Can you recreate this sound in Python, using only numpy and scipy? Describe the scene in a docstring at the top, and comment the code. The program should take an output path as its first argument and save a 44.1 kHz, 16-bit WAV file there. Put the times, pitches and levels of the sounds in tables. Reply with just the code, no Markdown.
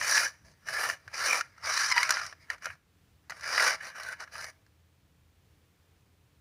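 """A hollow plastic toy car, pushed to and fro by hand on a hard, dusty floor, close to the microphone.
Four wheels crunch over grit and chatter on loose axles: random clicks excite the ringing shell.
Loose parts knock as short shell rings when the car is turned or stopped; one turn squawks by stick and slip.
Hands add a dull rumble and soft bumps. A small room answers with a noise tail over faint hum and hiss."""
import sys
import numpy as np
from scipy import signal
from scipy.fft import rfft, irfft, next_fast_len
from scipy.io import wavfile
from scipy.ndimage import uniform_filter1d, map_coordinates

SR = 44100
rng = np.random.default_rng(int(sys.argv[2]) if len(sys.argv) > 2 else 0)


def store_wav(level_fs):
    """Save 16-bit WAV to argv[1]."""
    pcm = np.round(np.clip(np.atleast_2d(level_fs), -1, 1) * 32767)
    wavfile.write(sys.argv[1], SR, pcm.T.astype(np.int16))


N = 282415
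T = np.arange(N) / SR

# Strokes of the hand: start t/s, fastest t/s, stop t/s, top level/dB of the shell rasp, swell from the start/dB,
# run-out/(dB/s), floor rumble relative level/dB, grit hiss relative level/dB, treble boost/dB,
# shell ring under this grip f/Hz, its width f/Hz, its boost/dB
STROKES = [(0, 0.164, .27, -28, 10.5, 480, -17, -0.5, 2.5, 1690, 280, 6.5),
           (0.448, 0.449, 0.52, -66, 6.5, 320, -2.5, 3.5, 0, 1600, 300, 0.5),
           (0.672, .825, 0.93, -32, 11.5, 452, -13, -5, 15, 1760, 85, 10),
           (1.141, 1.32, 1.402, -29.5, 10.5, 750, -14, -2.5, 1.5, 1500, 229.8, 1.5),
           (1.637, 1.695, 1.718, -30, 11, 420, -16.5, -5, -2, 1379, 400, 7),
           (1.723, 1.799, 1.915, -31.5, 3.5, 418, -23.5, -.5, -5, 1600, 400, 2),
           (1.953, 2, 2.075, -34, 5, 420, -21.5, -4.5, -2.5, 1960, 401, 2.5),
           (2.091, 2.15, 2.194, -34.5, 3.5, 422, -16.5, -4.5, -4, 1600, 400, 0),
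           (2.197, 2.222, 2.314, -43.5, 14.5, 520, -14.5, -2, -7, 1740, 400, 1),
           (2.395, 2.42, 2.46, -63.5, 9, 417, -18, -4, 12, 1910, 260, 7),
           (2.496, 2.514, 2.55, -45, 8, 750, -15, -10.5, 5, 1730, 260, 1),
           (2.62, 2.624, 2.737, -46, 12.5, 549, -15.5, -8, 9, 1700, 261, 7),
           (3.314, 3.32, 3.44, -58, 3.5, 420, -11.5, -1.5, 1.5, 1500, 300, 1),
           (3.434, 3.664, 3.752, -26, 14.5, 950, -14.5, -5.5, 1.5, 1530, 401.4, 4),
           (3.812, 3.88, 3.89, -42.5, 2.5, 326, -14.5, -7, 6, 1580, 120, 2.5),
           (3.958, 4.124, 4.137, -41, 3, 900, -16, -11, 8, 1520, 130, 10.5),
           (4.201, 4.183, 4.24, -41, 3.5, 850, -14.5, -8.5, -2, 1475, 110, 15),
           (4.325, 4.385, 4.502, -45, 6, 1000, -10, -5, 7, 1670, 100, 7)]
# Wheels, axles and shell knocking: t/s, peak level/dB, low thud level/dB and bright snap level/dB
# (both in the mix before it is scaled to the peak), main ring f/Hz
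KNOCKS = [(0.013, -18.5, -25, -18, 1840), (.124, -16.5, -30, -11, 1700), (0.155, -17.5, -37, -4, 1660),
          (.167, -18, -38, -9, 1630), (0.177, -10.5, -46, -19, 1750), (.686, -21, -34, -15, 1780),
          (0.899, -15, -28, -12, 1784), (1.078, -32.5, -25, -20, 1565), (1.409, -19, -58, -13.5, 1424),
          (1.58, -44, -22, -12, 1370), (1.776, -17, -30, -6, 1830), (1.915, -15.5, -44, -8, 2010),
          (1.921, -15.5, -42, -9.5, 2180), (1.963, -17, -26, -11, 1960), (1.973, -15.5, -35, -19, 1890),
          (1.979, -9.5, -46, -17, 1970), (2.03, -11, -39, -9, 2154), (2.092, -17, -32, -10.5, 1480),
          (2.106, -9.5, -35, -4.5, 1560), (2.122, -18.5, -32, -9, 1730), (2.169, -19, -39, -28, 1580),
          (2.264, -30, -25, 1, 1980), (2.326, -32.5, -15.5, -16, 1740), (2.501, -17.5, -46, -14, 1843),
          (2.511, -31, -34, -30, 1390), (2.532, -35, -31, -11, 1620), (2.581, -47, -26, -10, 1420),
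          (2.644, -28.5, -28, -8, 1390), (2.656, -20, -26, -11.5, 1566), (2.667, -27, -15.5, -32, 1420),
          (2.702, -29.5, -26, -36, 1610), (3.297, -29.5, -30, -10.5, 1636), (3.305, -28, -22, -11, 1980),
          (3.32, -29.5, -18, -25, 1440), (3.409, -33.5, -26, -2, 1600), (3.578, -12, -33, -25, 1935),
          (3.597, -14, -41, -18, 1990), (4.033, -32, -35, 4, 1600), (4.204, -29.5, -31, -6, 1380),
          (4.276, -40, -26, -22, 1650), (4.354, -31, -24, -18, 1260), (4.411, -35, -25, 0, 1370),
          (4.442, -25.5, -13.5, -3.5, 1790), (4.664, -53, -18, -8, 1640)]
# Colour of the shell and the floor under it: f/Hz, level/dB
SHELL_COLOUR = [(200, -35.5), (330, -32.5), (490, -17.5), (750, -11.5), (1050, -7), (1660, -1), (2400, -9),
                (3000, -15.5), (3420, -22), (4300, -8), (6100, -8.5), (7800, -20.5), (9600, -18.5),
                (14000, -30)]
# Clearest shell modes: f/Hz, ring time t60/s, level/dB
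SHELL_MODES = [(644, 0.1, -17), (940, 0.049, -15.5), (1388, 0.076, -7.5), (1668, 0.065, -6),
               (1854, 0.068, -7), (2170, 0.033, -9), (2436, 0.069, -11.5), (2930, 0.087, -16),
               (4110, .04, -12.5), (4854, 0.036, -3.5), (5130, 0.033, -15), (5894, 0.031, -2)]
# Partials of the judder: multiple of the slip rate, level/dB
SKID_PARTIALS = [(1, -3), (2, -3.5), (3, -19.5), (4, -17.5), (5, -9), (6, -20)]
# Soft bumps of the hand: t/s, level/dB before the soft onset, f/Hz
BUMPS = [(.692, -50.5, 147), (1.065, -41.5, 108), (1.636, -40.5, 86), (1.898, -44, 94), (2.69, -44, 86),
         (2.728, -51, 129), (3.306, -53.5, 120), (5.471, -55, 110), (6.232, -51.5, 121)]
# Colour of the still room: f/Hz, relative level/(dB per Hz)
AIR_COLOUR = [(15, -55), (25, -26), (53, -17), (71, -5), (125, -7.5), (224, -18.5), (301, -12.5),
              (373, -20), (415, -16.5), (621, -22.5), (2630, -26), (7890, -34), (13800, -37), (15000, -33)]

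# Strokes: the wheels break loose at the attack rate; around a push they still creep,
# LOOSE_DB below it and fading further at LOOSE_DB_PER_S
ATTACK_DB_PER_S, LOOSE_DB, LOOSE_DB_PER_S = 1100, 14.5, 170
SWELL_CURVE = 1.7  # 1 = swells at a steady dB per s, 2 = rounds off towards the top
BRAKE_SHARE = 0.67  # level lost before the stop, as a share of the swell
HISS_PER_DB, RUMBLE_PER_DB = 0.13, -0.04  # faster rolling is brighter: relative dB per dB of level
LOW_CUT_HZ = 260  # small wheels radiate little bass
HUB_HZ, HUB_WIDTH_HZ, HUB_DB = 5000, 570, 2.5  # ring of the wheel hubs
PANEL_T60_S = .024  # ring time of the panels after a knock
# The turn: a wheel judders sideways, and slips more slowly the harder it is pressed
SKID_START_S, SKID_STOP_S = 1.89, 2.06
SKID_LIGHT_HZ, SKID_PRESSED_HZ = 1112.7, 955
SKID_DB, SKID_JOLT_DB = -35, -6  # level at full pressure; extra squawk relative to the smoothed knocks
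HOLD_DB, PUSH_DB = -73, -72  # low rumble of the hands at rest, and amplitude added while they push
AIR_DB = -68.5  # room air, before its wavering
TOP_HZ = 15450  # upper limit of the recorder


def rolling():
    """All four wheels over grit: each stroke is louder and brighter with speed; the grip tunes the shell."""
    wheels = [wheel(grains_per_s=1600, spread_db=3.0, chatter_db=3.0, chatter_rate=240) for _ in range(4)]
    total_load = np.sqrt(sum(load ** 2 for load, _ in wheels))
    crunch = sum(load * grit for load, grit in wheels) / total_load
    crunch = shifting(crunch, swing_db=3.5, rate=24, relative_width=0.086)
    crunch = crunch + (undb(HUB_DB) - 1) * resonate(crunch, HUB_HZ, HUB_WIDTH_HZ)
    crunch = signal.sosfilt(signal.butter(2, LOW_CUT_HZ, "high", fs=SR, output="sos"), crunch)
    treble = band(crunch, 9500, 21000, order=1)
    out = np.zeros(N)
    for (start, fastest, stop, db, swell_db, release, rumble_db, hiss_db, treble_db,
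         ring_hz, width_hz, ring_db) in STROKES:
        moving = (T > start - .2) & (T < stop + .2)  # with the creep before and after
        drive_db = effort(T[moving], start, fastest, stop, swell_db, release)
        grit = crunch[moving]
        grip_ring = (undb(ring_db) - 1) * resonate(grit, ring_hz, width_hz)
        held = grit + grip_ring + (undb(treble_db) - 1) * treble[moving]
        rumble, rasp, hiss = registers(held)
        rumble = rumble * undb(rumble_db + RUMBLE_PER_DB * drive_db)
        hiss = hiss * undb(hiss_db + HISS_PER_DB * drive_db)
        out[moving] += undb(db + drive_db) * (rumble + rasp + hiss)
    return out


def effort(t, start, fastest, stop, swell_db, release_db_per_s):
    """Stroke level re its top, in dB: the car creeps, breaks loose, speeds up, slows and runs out."""
    speeding = np.clip((fastest - t) / max(fastest - start, 1e-3), 0, 1)
    slowing = np.clip((t - fastest) / max(stop - fastest, 1e-3), 0, 1)
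    before, after = np.maximum(start - t, 0), np.maximum(t - stop, 0)
    steep_db = ATTACK_DB_PER_S * before + release_db_per_s * after
    creep_db = LOOSE_DB + LOOSE_DB_PER_S * (before + after)
    edge_db = np.minimum(steep_db, creep_db)
    return -swell_db * (speeding ** SWELL_CURVE + BRAKE_SHARE * slowing ** 2) - edge_db


def wheel(grains_per_s, spread_db, chatter_db, chatter_rate):
    """Grit under one wheel: mostly small clicks, a few bigger, bunched as the wheel hops on its axle."""
    hit = rng.random(N) < grains_per_s / SR
    size = undb(spread_db * np.minimum(rng.exponential(size=N), 3)) * rng.choice([-1, 1], N)
    grit = hit * size * undb(chatter_db * walk(chatter_rate))
    rung = signal.fftconvolve(grit, shell(ring_s=0.026, tick_db=-1.0, modes_db=-6))[:N]
    load = undb(3.59 * walk(14))  # the weight shifts from wheel to wheel, and with it the colour
    return load, unit(flex(rung, share=.014, rate=16))


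def shell(ring_s, tick_db, modes_db):
    """Response to one contact: a tick, a dense cluster of panel rings, and the modes as struck at that spot."""
    t = np.arange(5000) / SR
    panels = rng.standard_normal(len(t)) * fade(t, ring_s)
    panels /= np.linalg.norm(panels)
    panels[0] += undb(tick_db)
    spot = rng.standard_normal((len(SHELL_MODES), 2))
    modes = np.zeros(len(t))
    for (hz, t60, db), (side, reach) in zip(SHELL_MODES, spot):
        strength = np.sign(side) * undb(db + 0.5 * reach)
        modes += strength * fade(t, t60) * np.sin(2 * np.pi * hz * t)
    return unit(colour(panels, SHELL_COLOUR)) + undb(modes_db) * unit(modes)


def flex(x, share, rate):
    """The shell gives under the hand, so its rings wander a little in pitch."""
    return map_coordinates(x, [np.cumsum(1 + share * walk(rate))], order=3, mode="mirror")


def shifting(x, swing_db, rate, relative_width):
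    """As the points of contact move, each shell mode swells and fades on its own."""
    before = uniform_filter1d(x ** 2, size=1024)
    for hz, _, _ in SHELL_MODES:
        x = x + (undb(swing_db * walk(rate)) - 1) * resonate(x, hz, relative_width * hz)
    return x * np.sqrt(before / uniform_filter1d(x ** 2, size=1024))  # keep the short-term energy


def registers(x):
    """Split smoothly into floor rumble, shell rasp and grit hiss, each at rms 1."""
    size = next_fast_len(len(x) + 1024, real=True)
    spectrum, hz = rfft(x, size), np.arange(size // 2 + 1) * SR / size
    low = 1 / (1 + (hz / 850) ** 10)
    high = 1 - 1 / (1 + (hz / 3400) ** 10)
    return [unit(irfft(spectrum * share, size)[:len(x)]) for share in (low, 1 - low - high, high)]


def knocks(body_db, ring_db, ring_t60_s, contact_s):
    """Loose parts hit their stops: the shell responds, and each spot favours one panel ring."""
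    out = np.zeros(N + SR)
    for s, db, thud_db, snap_db, ring_hz in KNOCKS:
        thud, body, snap = registers(shell(PANEL_T60_S, tick_db=-9.0, modes_db=-7.5))
        t = np.arange(len(body)) / SR
        ring = unit(np.sin(2 * np.pi * ring_hz * t) * fade(t, ring_t60_s))
        knock = undb(body_db) * body + undb(ring_db) * ring
        knock += undb(thud_db) * thud + undb(snap_db) * snap
        knock *= 1 - np.exp(-t / contact_s)  # the contact softens the onset
        start = int(s * SR)
        out[start:start + len(knock)] += undb(db) * knock / np.abs(knock).max()
    return out[:N]


def skid(jolts, jitter, flutter_db, scatter_db):
    """Stick and slip of a dragged wheel: a rough squawk that sinks under pressure and flares at each jolt."""
    through = np.clip((T - SKID_START_S) / (SKID_STOP_S - SKID_START_S), 0, 1)
    pressure = np.maximum(np.sin(np.pi * through), 0)
    hz = SKID_LIGHT_HZ + (SKID_PRESSED_HZ - SKID_LIGHT_HZ) * pressure
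    phase = 2 * np.pi * np.cumsum(hz * (1 + jitter * walk(500))) / SR
    squawk = np.zeros(N)
    for multiple, partial_db in SKID_PARTIALS:
        squawk += undb(partial_db + scatter_db * walk(160)) * np.sin(round(multiple) * phase)
    force = undb(SKID_DB) + undb(SKID_JOLT_DB) * uniform_filter1d(np.abs(jolts), size=500)
    return unit(squawk * undb(flutter_db * walk(180))) * force * np.sqrt(pressure)


def handling(bump_t60_s, waver_db):
    """Dull rumble from the hands, stronger while they push, and soft bumps as decaying low sines."""
    pushing = np.max([(T > start) & (T < stop) for start, _, stop, *_ in STROKES], axis=0)
    pushing = uniform_filter1d(pushing.astype(float), size=4096)
    rumble = unit(band(rng.standard_normal(N), 45, 170, order=3))
    out = rumble * (undb(HOLD_DB) + undb(PUSH_DB) * pushing) * undb(waver_db * walk(10))
    for s, db, hz in BUMPS:
        t = np.maximum(T - s, 0)
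        soft_onset = 1 - fade(t, 0.067)
        out += undb(db) * np.sin(2 * np.pi * hz * t) * fade(t, bump_t60_s) * soft_onset
    return out


def room(x, t60_s, wet_db):
    """Walls return a softly rising noise tail, its treble weaker but a little longer."""
    t = np.arange(SR // 2) / SR
    noise = rng.standard_normal(len(t))
    tail = band(noise, 150, 3000) * fade(t, t60_s)
    tail += undb(-5.0) * band(noise, 3000, 21000) * fade(t, 1.2 * t60_s)
    tail *= 1 - fade(t, .05)
    return x + undb(wet_db) * signal.fftconvolve(x, tail / np.linalg.norm(tail))[:N]


def background():
    """Room air as coloured noise, and a low hum that wavers in pitch and level."""
    air = unit(colour(rng.standard_normal(N), AIR_COLOUR)) * undb(AIR_DB + 0.77 * walk(4.8))
    hum_hz = 83.5 + 2 * walk(6.9)
    hum = np.sin(2 * np.pi * np.cumsum(hum_hz) / SR) * undb(-68.5 + 1.9 * walk(5.5))
    return air + hum


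def undb(db):
    """Decibels to gain."""
    return 10 ** (np.asarray(db) / 20)


def unit(x):
    """Scale to rms 1."""
    return x / np.sqrt(np.mean(x ** 2))


def fade(t, t60):
    """Exponential decay, 60 dB down after t60."""
    return np.exp(-np.log(1000) * t / max(t60, 1e-3))


def walk(rate):
    """Smooth random wander with rms 1, about rate new values per second."""
    k = max(int(SR / rate), 2)
    steps = np.repeat(rng.standard_normal(N // k + 1), k)
    return unit(uniform_filter1d(steps, k)[:N])


def band(x, lo_hz, hi_hz, order=3):
    """Causal band-pass."""
    edges = [lo_hz, min(hi_hz, .45 * SR)]
    return signal.sosfilt(signal.butter(order, edges, "band", fs=SR, output="sos"), x)


def resonate(x, hz, width_hz):
    """One resonance, gain 1 at its centre."""
    return signal.lfilter(*signal.iirpeak(hz, hz / width_hz, fs=SR), x)


def colour(x, points):
    """Causal minimum-phase filter with the gain of (f/Hz, level/dB) points."""
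    size = next_fast_len(len(x) + 2048, real=True) * 2
    hz, db = np.transpose(points)
    bins = np.maximum(np.arange(size // 2 + 1) * SR / size, 1)
    cepstrum = irfft(np.log(undb(np.interp(np.log(bins), np.log(hz), db))))
    cepstrum[1:size // 2] *= 2  # fold onto positive time
    cepstrum[size // 2 + 1:] = 0
    return irfft(rfft(x, size) * np.exp(rfft(cepstrum)))[:len(x)]


def scene():
    """The car in its room, with the hands and the background at the microphone."""
    jolts = knocks(body_db=-7, ring_db=-5.0, ring_t60_s=.025, contact_s=0.00048)
    car = rolling() + jolts + skid(jolts, jitter=0.023, flutter_db=2.5, scatter_db=4.0)
    hands = handling(bump_t60_s=0.11, waver_db=2.5)
    return (room(car, t60_s=.33, wet_db=-27) + hands + background())[None]


def record(dry):
    """The recorder cuts the top with a steep low-pass."""
    return signal.sosfilt(signal.ellip(10, .2, 80, TOP_HZ, fs=SR, output="sos"), dry)


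dry = scene()
out = record(dry)
store_wav(out)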